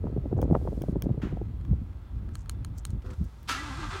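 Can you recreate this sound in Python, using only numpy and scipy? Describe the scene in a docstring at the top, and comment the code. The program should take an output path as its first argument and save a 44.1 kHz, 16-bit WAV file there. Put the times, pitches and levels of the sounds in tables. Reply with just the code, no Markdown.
"""Cold start in an open garage

A hand-held phone on the driveway hears fingers bump and rub it and its case click.
In the car a pedal clunks, relays tick and the fuel pump primes. Then the starter pinion slams
into the ring gear and cranks the engine, slowing at each compression: the tooth impacts ring
the flywheel, the mesh whines, and the bare walls reverberate."""
import sys
import numpy as np
from scipy import signal
from scipy.fft import rfft, irfft
from scipy.io import wavfile
from scipy.ndimage import uniform_filter1d

SR = 44100
rng = np.random.default_rng(int(sys.argv[2]) if len(sys.argv) > 2 else 0)


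def int16_out(signal):
    """Quantize to a 16-bit WAV file."""
    q = np.round(np.clip(np.atleast_2d(signal).T, -1, 1) * 32767)
    wavfile.write(sys.argv[1], SR, q.astype(np.int16))


N = 4 * SR


def undb(db):
    """Decibels to amplitude ratio."""
    return 10 ** (np.asarray(db) / 20)

def unit(x):
    """Normalisation to rms 1."""
    return x / np.sqrt(np.mean(x ** 2) + 1e-30)

def clock():
    """Time of each sample in seconds."""
    return np.arange(N) / SR

def noise():
    """Gaussian white noise."""
    return rng.standard_normal(N)

def curve(table, column=1):
    """Linear interpolation of one column over time."""
    rows = np.array(table, float)
    return np.interp(clock(), rows[:, 0], rows[:, column])

def band(x, hz, kind="bandpass", order=2):
    """Butterworth filter."""
    return signal.sosfilt(signal.butter(order, hz, kind, fs=SR, output="sos"), x + 1e-18)

def colour(x, shape):
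    """Minimum-phase filter through (frequency_hz, gain_db) points, falling 12 dB per octave below them."""
    hz, db = np.array(shape, float).T
    grid = np.maximum(np.fft.rfftfreq(N, 1 / SR), 1)
    gain_db = np.interp(np.log(grid), np.log(hz), db) + 40 * np.log10(np.minimum(grid / hz[0], 1))
    cepstrum = irfft(np.log(undb(gain_db)), N)
    cepstrum[1:N // 2] *= 2
    cepstrum[N // 2 + 1:] = 0
    response = irfft(np.exp(rfft(cepstrum)), N)[:N // 20]
    return signal.fftconvolve(x, response)[:N]

def fall(start, decay_s):
    """Exponential decay from a sudden onset."""
    age = clock() - start
    return (age >= 0) * np.exp(-np.abs(age) / decay_s)

def gate(start, rise_s):
    """Linear onset ramp."""
    return np.clip((clock() - start) / rise_s, 0, 1)

def bell(centre, width_s):
    """Gaussian envelope."""
    return np.exp(-.5 * ((clock() - centre) / width_s) ** 2)

def add(out, start, x):
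    """Superposition of a short sound at a given time."""
    i = int(start * SR)
    out[i:i + len(x)] += x[:N - i]

def ring(modes, t, tilt_db):
    """Impulse response as a sum of damped modes, tilted by tilt_db per octave."""
    return sum(undb(db + tilt_db * np.log2(hz / modes[0][0]) - 60 * t / t60) * np.sin(2 * np.pi * hz * t)
               for hz, db, t60 in modes)


# Outdoor noise spectrum: frequency_hz, gain_db
AIR_SPECTRUM = [(180, -8), (300, -4.5), (450, -9), (950, -9), (1300, -21), (2100, -23.5), (4300, -31),
                (5000, -36.5), (13500, -35.5), (16000, -35)]
def air():
    """Ambient noise: a steady floor, strongest at low frequencies."""
    return undb(-62.5) * unit(colour(noise(), AIR_SPECTRUM))

def faint_hiss():
    """Gated broadband noise: a brief, faint hiss."""
    window = gate(.515, rise_s=.0041) - gate(.922, rise_s=.005)
    return undb(-65) * window * band(noise(), 8600, "lowpass", order=1)

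# Hand rumble envelope, before its ceiling: time_s, relative_db
RUMBLE_LEVELS = [(0.0, -32), (0.03, -33), (0.3, -34.5), (0.32, -25.5), (0.85, -35.5), (1.11, -31),
                 (1.2, -42), (1.22, -33.5), (1.64, -35), (1.73, -23), (1.79, -35.5), (2.1, -44),
                 (2.14, -32), (2.45, -39.5), (2.55, -34), (2.83, -38.5), (2.97, -29.5), (3.02, -44.5),
                 (3.12, -29.5), (3.15, -51.5), (3.22, -25), (3.3, -47.5), (3.89, -36), (4.0, -43)]
# Hand rumble spectrum: frequency_hz, gain_db
RUMBLE_SPECTRUM = [(22, -18.5), (35, -3.5), (52, 5), (95, 0.5), (135, -7.5), (190, -14), (300, -21),
                   (420, -33), (700, -45.5), (1200, -78.5)]
# Shifts of the grip: centre_s, level_db, pitch_hz, width_s
GRIP_THUDS = [(1.717, -20, 172, 0.0078), (1.729, -20, 68, 0.017), (1.72, -21.5, 119.2, 0.015),
              (1.112, -22.5, 120, 0.0051), (2.4, -53, 81, 0.022), (3.214, -22, 74, 0.024),
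              (3.215, -23.5, 175, 0.0052)]
def grip():
    """Structure-borne sound: the hand rumbles through the phone and thuds softly as it shifts."""
    rumble = unit(colour(noise(), RUMBLE_SPECTRUM))
    rumble /= np.sqrt(uniform_filter1d(rumble ** 2, N // 40))  # evens out the power over 0.1 s
    out = rumble * undb(np.minimum(curve(RUMBLE_LEVELS), -28) + 1)
    for centre, db, hz, width in GRIP_THUDS:
        out += undb(db) * bell(centre, width) * np.sin(2 * np.pi * (hz * clock() + rng.random()))
    return out

# Skin friction between bumps: time_s, level_db
RUBBING_LEVELS = [(0, -46.5), (.3, -52), (.38, -34), (.58, -46), (.78, -48), (1.1, -46), (1.35, -50),
                  (1.46, -69.5), (3.3, -68), (3.4, -85)]
def rubbing():
    """Sliding friction: skin on the phone makes a low, fluttering noise."""
    flutter = undb(6.5 * unit(band(noise(), 60, "lowpass")))
    return undb(curve(RUBBING_LEVELS)) * unit(band(noise() * flutter, (111, 487), order=3))

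# Resonances of the phone under a finger: pitch_hz, gain_db
PHONE_MODES = [(165, 0), (330, -7), (700, -2)]
# Finger contacts, harder with a higher cutoff: time_s, peak_db, cutoff_hz
FINGER_BUMPS = [(.041, -22.5, 430), (0.056, -21.5, 314), (.070, -25, 740), (0.1, -29, 382),
                (0.127, -25.5, 313), (0.164, -19, 413), (.175, -24, 485), (.180, -17.5, 176),
                (.258, -24.5, 374), (0.328, -15.5, 510), (0.348, -22, 153), (0.368, -25, 460),
                (.379, -20.5, 424), (.389, -21.5, 690), (0.401, -23, 347), (.428, -15.5, 686),
                (.442, -27, 370), (0.451, -21, 293), (.479, -24, 480), (.501, -20.5, 480),
                (.511, -12.5, 416), (0.522, -9, 250), (.530, -19.5, 630), (0.552, -11, 900),
                (.563, -17.5, 500), (0.572, -24, 450), (0.6, -35, 453), (0.614, -31, 480),
                (0.652, -27.5, 550), (.675, -21, 690), (.686, -20, 316), (.721, -28, 453), (.729, -22, 420),
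                (.777, -21.5, 306), (.816, -21.5, 362), (0.838, -22.5, 556), (.885, -22, 476),
                (.893, -18.5, 235), (.926, -22, 280), (.958, -19, 440), (.965, -18, 340),
                (1.039, -22.5, 298), (1.059, -24.5, 453), (1.067, -14.5, 317), (1.092, -23, 410),
                (1.103, -22.5, 430), (1.110, -19, 231), (1.145, -30, 350), (1.178, -20, 290),
                (1.234, -18, 220), (1.253, -24, 347), (1.269, -25.5, 315), (1.326, -25.5, 390),
                (1.335, -23.5, 232), (1.372, -26, 490), (1.415, -24.5, 420), (1.732, -28, 427),
                (1.816, -25, 225), (2.93, -25, 200), (2.946, -29, 172)]
def finger_bumps():
    """Soft impact: a push within a stick-slip rub rings the phone, low-passed by the fingertip."""
    lead_s, rise_s, decay_s, detune = .02, .0037, .0051, .17
    out, t = np.zeros(N), np.arange(N // 40) / SR - lead_s
    swell = np.exp(np.minimum(t / rise_s, -t / decay_s))
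    for at, db, cutoff_hz in FINGER_BUMPS:
        grain = rng.standard_normal(len(t))
        force = grain * swell
        force *= undb(-4.5) / np.linalg.norm(force)  # the rub, relative to the push
        force[np.argmax(swell)] += np.sign(grain[-1])  # the push
        shifts = np.exp(detune * grain[:len(PHONE_MODES)])  # modes move with the point of contact
        body = sum(undb(gain_db) * signal.lfilter(*signal.iirpeak(hz * shift, Q=6, fs=SR), force)
                   for (hz, gain_db), shift in zip(PHONE_MODES, shifts))
        dulled = band(force + body, cutoff_hz, "lowpass", order=4)
        bump = band(dulled, 70.6, "highpass")
        add(out, max(at - lead_s, 0), undb(db) * bump / np.abs(bump).max())
    return out

# Light slips of skin: centre_s, level_db, width_s
SKIN_SCUFFS = [(.380, -65, .003), (0.426, -64.5, 0.011), (2.347, -65, 0.0091), (2.404, -64, 0.018),
               (2.787, -57, 0.012), (2.866, -67, 0.0054), (2.906, -66, 0.0067), (3.112, -61, 0.0028),
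               (3.141, -67, 0.0084), (3.251, -65.5, 0.0045)]
def scuffs():
    """Stick-slip friction: skin moves over the case in tiny separate ticks."""
    ticks_per_s, scatter_db = 1100, 5.5
    swell = sum(undb(db) * bell(centre, width) for centre, db, width in SKIN_SCUFFS)
    ticks = (rng.random(N) < ticks_per_s / SR) * np.sign(noise()) * undb(scatter_db * noise())
    return swell * unit(band(band(ticks, (5670, 8300), order=1), (4000, 9000)))

# Modes of the case's back and rim: pitch_hz, gain_db, t60_s
BACK_MODES = [(1330, -2.5, 0.017), (1640, -0.5, 0.0079), (2350, -8.5, 0.0065), (3170, -4.5, 0.0078),
              (4260, 0.5, 0.0077), (5300, -12, 0.0052), (6830, 2.5, 0.0041), (8430, 2.5, .004),
              (9260, -8.5, 0.008), (12530, -13, 0.0038), (13700, -20.5, 0.0035)]
RIM_MODES = [(1110, -5, 0.014), (1640, -6, 0.012), (2370, -7, 0.0091), (3250, -3.5, 0.0082),
             (5480, -5.5, 0.0045), (6300, -6, 0.005), (9370, -1.5, 0.0028), (12600, -1, 0.0034),
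             (15300, 0.5, .0028)]
# Clicks of the back and rim: start_s, strength_db, tilt_db_per_octave
BACK_CLICKS = [(1.612, -44, -8), (2.291, -42.5, -9), (2.3544, -24.5, -0.5), (2.46, -40.5, -6),
               (2.496, -17, 2), (2.648, -24.5, -0.2), (2.8522, -17.5, 3), (2.905, -36, 4)]
RIM_SNAPS = [(0.4166, -26, 2), (0.4235, -39, 0), (0.8204, -27, 0.5), (1.0224, -18, 1.5), (1.651, -40, -6),
             (2.782, -34, 4), (3.243, -40, 4), (3.431, -38, 2)]
def case_clicks():
    """Damped modal vibration: plastic clicks, each with a ground reflection and a faint echo."""
    detune, reflection_s, echo_rise_s, echo_decay_s = .01, .0061, .015, .011
    out, echo, t = np.zeros(N), np.zeros(N), np.arange(N // 100) / SR
    for events, modes in ((BACK_CLICKS, BACK_MODES), (RIM_SNAPS, RIM_MODES)):
        for start, db, tilt_db in events:
            struck = [(hz * rng.normal(1, detune), gain_db, t60) for hz, gain_db, t60 in modes]
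            click = ring(struck, t, tilt_db)
            click *= undb(db) / np.abs(click).max()
            add(out, start, click)
            add(out, start + reflection_s, undb(-27) * click)
            tail = np.exp(-np.abs(clock() - start - echo_rise_s) / echo_decay_s)
            echo += undb(db - 43) * gate(start, echo_rise_s) * tail
    return band(out, 1200, "highpass") + echo * unit(band(noise(), (2500, 10000), order=1))

# Pedal clunk spectrum: frequency_hz, gain_db
PEDAL_SPECTRUM = [(400, -1), (900, 1), (1700, -0.5), (3200, -9), (4500, -19.5), (6500, -21), (9000, -32),
                  (16000, -37)]
def pedal(start_s=1.215):
    """Diffuse decay: the brake pedal's distant clunk arrives mostly as echo."""
    swell = gate(start_s, rise_s=.0065) * fall(start_s, decay_s=.06)
    return undb(-42.5) * swell * unit(colour(noise(), PEDAL_SPECTRUM))

# Valves and relays switching: start_s, level_db
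RELAY_TICKS = [(3.02, -60), (3.062, -58), (3.104, -53.5), (3.132, -60)]
def relays():
    """Impact transients: small, distant ticks blurred into bursts of noise."""
    bursts = sum(undb(db) * fall(start, decay_s=.012) for start, db in RELAY_TICKS)
    return bursts * unit(band(noise(), (1200, 2900), order=1))

# Pump hum: harmonic_number, gain_db
PUMP_HARMONICS = [(2, 3), (3, 0), (4, 4), (11, -8)]
# Pump rush spectrum: frequency_hz, gain_db
PUMP_SPECTRUM = [(200, -0.5), (450, 1), (800, -12), (1350, -4), (2200, -24), (5000, -27), (12000, -51)]
def fuel_pump(start_s=3.04, stop_s=3.14, fundamental_hz=126.1):
    """Harmonics over noise: the pump hums and rushes briefly; a faint electric hiss stays on."""
    running = gate(start_s, rise_s=.0078) * (1 - gate(stop_s, rise_s=.0083))
    hum = unit(sum(undb(db) * np.sin(2 * np.pi * k * fundamental_hz * clock())
                   for k, db in PUMP_HARMONICS))
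    rush = unit(colour(noise(), PUMP_SPECTRUM))
    hiss = gate(start_s, rise_s=.0095) * unit(band(noise(), (2460, 6260), order=1))
    return running * (undb(-50.5) * hum + undb(-52) * rush) + undb(-70.5) * hiss

def garage(x, t60_s=.44, delay_s=.0075):
    """Reverberation: dense reflections from bare walls follow the direct sound."""
    tail = band(noise(), 8200, "lowpass", order=1) * fall(delay_s, t60_s / np.log(1000))
    echo = signal.fftconvolve(x, tail / np.linalg.norm(tail))[:N]
    wet = undb(-4.5)
    return (x + wet * echo) / np.hypot(1, wet)

# Modes of the flywheel plate and bell housing: pitch_hz, gain_db, t60_s
FLYWHEEL_MODES = [(789, -11, 0.14), (954, -9, .2), (1066, -17, .15), (1244, -6, .15), (1298, -1, 0.34),
                  (1362, -3.5, 0.3), (1432, -8, 0.2), (1612, -1.5, 0.18), (1658, -9, 0.18),
                  (1734, -6.5, .25), (1976, -3.5, 0.25), (2482, -8, 0.26), (3024, -16.5, .22),
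                  (3250, -4.5, 0.25), (3493, -1.5, 0.33), (3600, -10, 0.18), (4100, -12, .22),
                  (5282, -7.5, 0.16)]
# Housing crash spectrum: frequency_hz, gain_db
CRASH_SPECTRUM = [(120, -48), (200, -13), (263, -9), (548, -19), (601, -21), (883, -21), (950, -7),
                  (1140, -16), (1320, 1.5), (1530, -15.5), (1650, -5), (1870, -13), (3370, -11.5),
                  (8420, -24.5), (16000, -39)]
# Blows of the engaging pinion: start_s, relative_db
PINION_BLOWS = [(3.474, -5.5), (3.485, -7.5), (3.491, -3.5), (3.495, -1), (3.513, -3.5), (3.545, -23)]
def pinion():
    """Impact excitation: the pinion rattles into mesh, crashing the housing and ringing the flywheel."""
    t, ringing = clock(), np.zeros(N)
    decay_power = sum((undb(db) * fall(at, decay_s=.029)) ** 2 for at, db in PINION_BLOWS)
    contacts = sum(undb(db) * fall(at, decay_s=.0033) for at, db in PINION_BLOWS)
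    envelope = gate(PINION_BLOWS[0][0], rise_s=.014) * (np.sqrt(decay_power) + contacts)
    modes = sum(undb(db - 60 * t / t60) * np.sin(2 * np.pi * (hz * t + rng.random()))
                for hz, db, t60 in FLYWHEEL_MODES)
    add(ringing, PINION_BLOWS[2][0], modes)  # from the third blow on
    crash = undb(-30.5) * envelope * unit(colour(noise(), CRASH_SPECTRUM))
    return garage(crash) + undb(-40.5) * ringing

def brushes():
    """Sliding contact: the motor brushes hiss from the pinion's first blow onward."""
    return undb(-56.5) * gate(PINION_BLOWS[0][0], rise_s=.014) * unit(band(noise(), (2520, 7640)))

def squeal(centre_s=3.6, pitch_hz=1965):
    """Tone burst: the gears squeal once."""
    return undb(-41) * bell(centre_s, width_s=.015) * unit(np.sin(2 * np.pi * pitch_hz * clock()))

# Starter teeth meeting the ring gear, slower at each compression: time_s, rate_hz
MESH_RATES = [(3.48, 262), (3.57, 257), (3.61, 305), (3.66, 303), (3.72, 262), (3.76, 281), (3.795, 355.6),
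              (3.83, 304.6), (3.875, 297.8), (3.91, 354.3), (3.94, 395), (4.0, 360)]
def mesh_cycles(jitter=.035):
    """Phase as the integral of frequency: the running count of teeth that have met."""
    rate_hz = curve(MESH_RATES) * (1 + jitter * unit(band(noise(), 150, "lowpass")))
    return np.cumsum(rate_hz) / SR

# Response of the gear housing: frequency_hz, gain_db
GEAR_SPECTRUM = [(300, -22.5), (500, -11.5), (620, -12.5), (800, -4.5), (1050, -1.5), (1300, -1),
                 (1600, -4), (1830, -10), (2000, -4), (2300, -11.5), (2600, -8), (2950, -12.5),
                 (4300, -15.5), (5000, -19), (6700, -22.5), (9500, -29.5), (10500, -55), (16000, -52)]
# Mesh whine: harmonic_number, gain_db
WHINE_HARMONICS = [(1, 3), (2, -16.5), (3, -6), (4, -4)]
# Cranking envelopes: time_s, whine_level_db, clatter_gain_db
CRANK_LEVELS = [(3.475, -82, -62), (3.49, -46, -34), (3.55, -51, -41), (3.575, -43.5, -40.5),
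                (3.65, -45.5, -38), (3.735, -41.5, -38.5), (3.76, -58, -40), (3.795, -43, -37.5),
                (3.82, -48, -35.5), (3.84, -38.5, -34.5), (3.865, -43, -43.5), (3.895, -59, -44),
                (3.915, -61, -32), (3.957, -39, -37), (3.98, -54, -39.5), (4.0, -50, -41)]
def cranking(cycles):
    """Forced vibration: uneven tooth impacts ring flywheel and housing; the periodic mesh whines."""
    scatter_db, backlash_cycles, flutter_db = 2.5, .1, 2
    tooth = cycles.astype(int)
    force = undb(scatter_db * noise())[tooth]
    contact_phase = np.clip(.5 + backlash_cycles * noise(), .05, .95)[tooth]
    touching = cycles % 1 > contact_phase
    impacts = np.diff(touching * 1., prepend=0) > 0
    grinding = unit(force * touching * noise())
    drive = unit(force * impacts) + undb(-5) * grinding
    body = unit(colour(drive, GEAR_SPECTRUM))
    flywheel = ring(FLYWHEEL_MODES, clock()[:N // 8], tilt_db=-5.5)
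    ringing = unit(signal.fftconvolve(drive, flywheel)[:N])
    clatter = undb(curve(CRANK_LEVELS, column=2)) * (undb(-7) * body + undb(-13.5) * ringing)
    tone = sum(undb(db) * np.sin(2 * np.pi * k * cycles) for k, db in WHINE_HARMONICS)
    flutter = undb(flutter_db * unit(band(noise(), 70, "lowpass")))
    whine = undb(curve(CRANK_LEVELS)) * unit(tone * flutter)
    return clatter, whine

def scene():
    """Superposition in mono: the car in its garage, the outdoor air and the hand on the phone."""
    clatter, whine = cranking(mesh_cycles())
    starter_noise = clatter + brushes()
    car = pedal() + fuel_pump() + relays() + pinion() + garage(starter_noise) + whine + squeal()
    background = air() + faint_hiss()
    handling = finger_bumps() + rubbing() + grip() + case_clicks() + scuffs()
    return (background + handling + car)[None]

def record(dry, low_hz=28, top_hz=16000):
    """Band limiting: the phone cuts the deepest bass and the highest treble."""
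    lowpass = signal.ellip(8, .2, 80, top_hz, fs=SR, output="sos")
    return signal.sosfilt(lowpass, band(dry, low_hz, "highpass"))


dry = scene()
out = record(dry)
int16_out(out)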